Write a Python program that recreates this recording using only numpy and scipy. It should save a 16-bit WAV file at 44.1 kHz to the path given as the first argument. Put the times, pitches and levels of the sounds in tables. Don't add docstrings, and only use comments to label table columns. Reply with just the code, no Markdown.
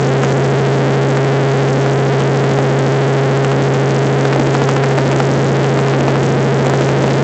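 import sys
import numpy as np
from scipy import signal
from scipy.fft import rfft, irfft, next_fast_len
from scipy.io import wavfile
from scipy.ndimage import uniform_filter1d

SR = 44100
rng = np.random.default_rng(int(sys.argv[2]) if len(sys.argv) > 2 else 0)


def output_pcm(signal):
    pcm = np.clip(np.atleast_2d(signal).T, -1, 1) * 32767
    wavfile.write(sys.argv[1], SR, np.round(pcm).astype(np.int16))


N = 318843
TIME = np.arange(N) / SR
FIRINGS_PER_BLADE = 10


def undb(db):
    return np.exp(np.asarray(db) * np.log(10) / 20)


def level(x, db):
    return x * undb(db) / np.sqrt(np.mean(x ** 2))


def noise(points):
    hz, db = np.transpose(points)
    size = next_fast_len(N, real=True)
    bins_hz = np.maximum(np.fft.rfftfreq(size, 1 / SR), 1)
    colour = undb(np.interp(np.log(bins_hz), np.log(hz), db))
    white = rfft(rng.standard_normal(size))
    return level(irfft(white * colour, size)[:N], 0)


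def wander(rate_hz):
    hold = int(SR / rate_hz)
    steps = np.repeat(rng.standard_normal(N // hold + 1), hold)
    return level(uniform_filter1d(steps, hold)[:N], 0)


def pole(x, hz, kind):
    return signal.lfilter(*signal.butter(1, hz, kind, fs=SR), x)


def ring(x, hz, width_hz):
    return signal.lfilter(*signal.iirpeak(hz, hz / width_hz, fs=SR), x)


def pulses(cycles):
    return np.diff(np.floor(cycles), prepend=np.floor(cycles[0]))


def cabin_roar(firings, db=-12.5, swish_db=0.2):
    # freq_hz, density_db
    roar_spectrum = [(20, -18), (70, -8.5), (150, -2.5), (300, -0.5), (600, -13.5), (1200, -23.5),
                     (2500, -30.5), (5000, -37.5), (6500, -28), (9000, -32)]
    swish = np.cos(2 * np.pi * firings / FIRINGS_PER_BLADE)
    return level(noise(roar_spectrum) * undb(swish_db * swish), db)


def tail_rotor(firings, db=-14, blades_per_firing=.5955, body_hz=95, width_hz=90):
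    buzz = ring(pulses(firings * blades_per_firing), body_hz, width_hz)
    return level(pole(buzz, 400, "low"), db)


def main_rotor(firings, db=-6.5, uneven_db=0.87):
    # pitch_hz, width_hz, level_db
    cabin_modes = [(52.48, 14.2, -1.5), (71.3, 8.2, -3), (109.16, 9.36, -1.5), (204.2, 26.5, -3.5)]
    thumps = pulses(firings / FIRINGS_PER_BLADE) * undb(uneven_db * wander(22))
    boom = sum(undb(mode_db) * ring(thumps, hz, width_hz) for hz, width_hz, mode_db in cabin_modes)
    return level(boom, db)


def vortex_strike(pass_s, graze_db=-14, graze_delay_s=.004):
    # start_s, end_s, strength_db, delay_s (after the blade passes)
    spells = [(.2, .42, -2.8, .015), (3.41, 3.63, -2, -.002), (4.22, 5.25, 2.5, -.001),
              (5.53, 6.27, -2.3, 0), (6.62, 7.22, -1.5, -.004)]
    for start_s, end_s, strength_db, delay_s in spells:
        if start_s <= pass_s < end_s:
            return strength_db, delay_s
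    return graze_db, graze_delay_s


def blade_slaps(firings, db=-1.5, fizz_db=-14.5, width_s=0.0041, scatter=0.11, uneven_db=0.6):
    # freq_hz, density_db
    fizz_spectrum = [(60, -7.5), (250, 12.5), (600, -1), (1300, -13.5), (3000, -30), (8000, -9.5)]
    # pitch_hz, level_db
    panes = [(300, -2), (520, -8), (900, -12.5), (1500, -15.5), (2600, -22)]
    pane_hz, pane_db = np.transpose(panes)
    fizz = undb(fizz_db) * noise(fizz_spectrum)
    passes_s = TIME[pulses(firings / FIRINGS_PER_BLADE) > 0]
    pane_draws = rng.random((len(passes_s), 2, len(panes)))
    offsets_db = uneven_db * rng.standard_normal(len(passes_s))
    slaps = np.zeros(N)
    for pass_s, offset_db, (detune, phase) in zip(passes_s, offsets_db, pane_draws):
        strength_db, delay_s = vortex_strike(pass_s)
        peak_s = pass_s + delay_s
        near = slice(*np.searchsorted(TIME, [peak_s - 10 * width_s, peak_s + 10 * width_s]))
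        t = TIME[near] - peak_s
        detuned_hz = pane_hz * (1 + scatter * (2 * detune - 1))
        shake = np.sin(2 * np.pi * (np.outer(t, detuned_hz) + phase)) @ undb(pane_db)
        envelope = np.exp(-.5 * (t / width_s) ** 2)
        slaps[near] += undb(strength_db + offset_db) * envelope * (shake + fizz[near])
    return undb(db) * slaps


def engine(firings, waver_db=0.8, warble_cycles=0.0309):
    # crank_order, level_db
    orders = [(3, 0), (2, -24.5), (4, -27.5), (5, -23.5), (6, -24.5), (7, -24.5), (9, -33)]
    warble = warble_cycles * np.sin(2 * np.pi * firings / FIRINGS_PER_BLADE)
    crank_angle = 2 * np.pi * (firings + warble) / 3
    tones = sum(undb(db) * np.sin(order * crank_angle) for order, db in orders)
    return level(tones, 0) * undb(waver_db * wander(9))


def scene(roar_db_per_load_db=0.29):
    # time_s, firing_hz
    speed = [(0.0, 135.54), (0.5, 136.03), (1.2, 136.77), (2.1, 136.12), (3.2, 136.57), (3.9, 136.16),
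             (4.6, 136.76), (5.3, 136.69), (6.2, 136.44), (7.2, 136.25)]
    # time_s, load_db
    load = [(0, -1), (.35, -.5), (1.3, -2.5), (2.5, -1), (3.5, -4), (4.6, 0), (5.4, 0.1), (6, 2),
            (7.2, 2.5)]
    firing_hz = np.interp(TIME, *np.transpose(speed))
    load_db = np.interp(TIME, *np.transpose(load))
    firings = np.cumsum(firing_hz) / SR
    rotors = undb(load_db) * (main_rotor(firings) + tail_rotor(firings))
    roar = undb(roar_db_per_load_db * load_db) * cabin_roar(firings)
    return (engine(firings) + rotors + blade_slaps(firings) + roar)[None]


def record(dry, drive_db=19.5, bias=0.19, second_drive_db=2.0, trim_db=-2.5, hiss_db=-42.5,
           ceiling=0.66, full_scale=0.67, band_hz=8000, top_hz=15800):
    # freq_hz, density_db
    hiss_spectrum = [(30, -7.5), (200, 6.5), (1000, -5.5), (3000, -9), (7000, -9.5), (9000, -17.5)]
    square = np.tanh(undb(drive_db) * (dry + bias))
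    spikes = pole(pole(square, 227, "high"), 3.2, "high")
    clipped = np.clip(undb(second_drive_db) * spikes, -1, 1)
    rounded = pole(pole(clipped, 238, "high"), 4140, "low")
    hiss = undb(hiss_db) * noise(hiss_spectrum)
    output_stage = np.clip(undb(trim_db) * rounded + hiss, -ceiling, ceiling)
    channel = signal.firwin(75, band_hz, window=("kaiser", 5), fs=SR)
    narrowed = signal.oaconvolve(output_stage, channel[None], mode="same")
    ticking = np.clip(narrowed, -full_scale, full_scale)
    top_cut = signal.ellip(8, .2, 70, top_hz, fs=SR, output="sos")
    return signal.sosfilt(top_cut, ticking)


dry = scene()
out = record(dry)
output_pcm(out)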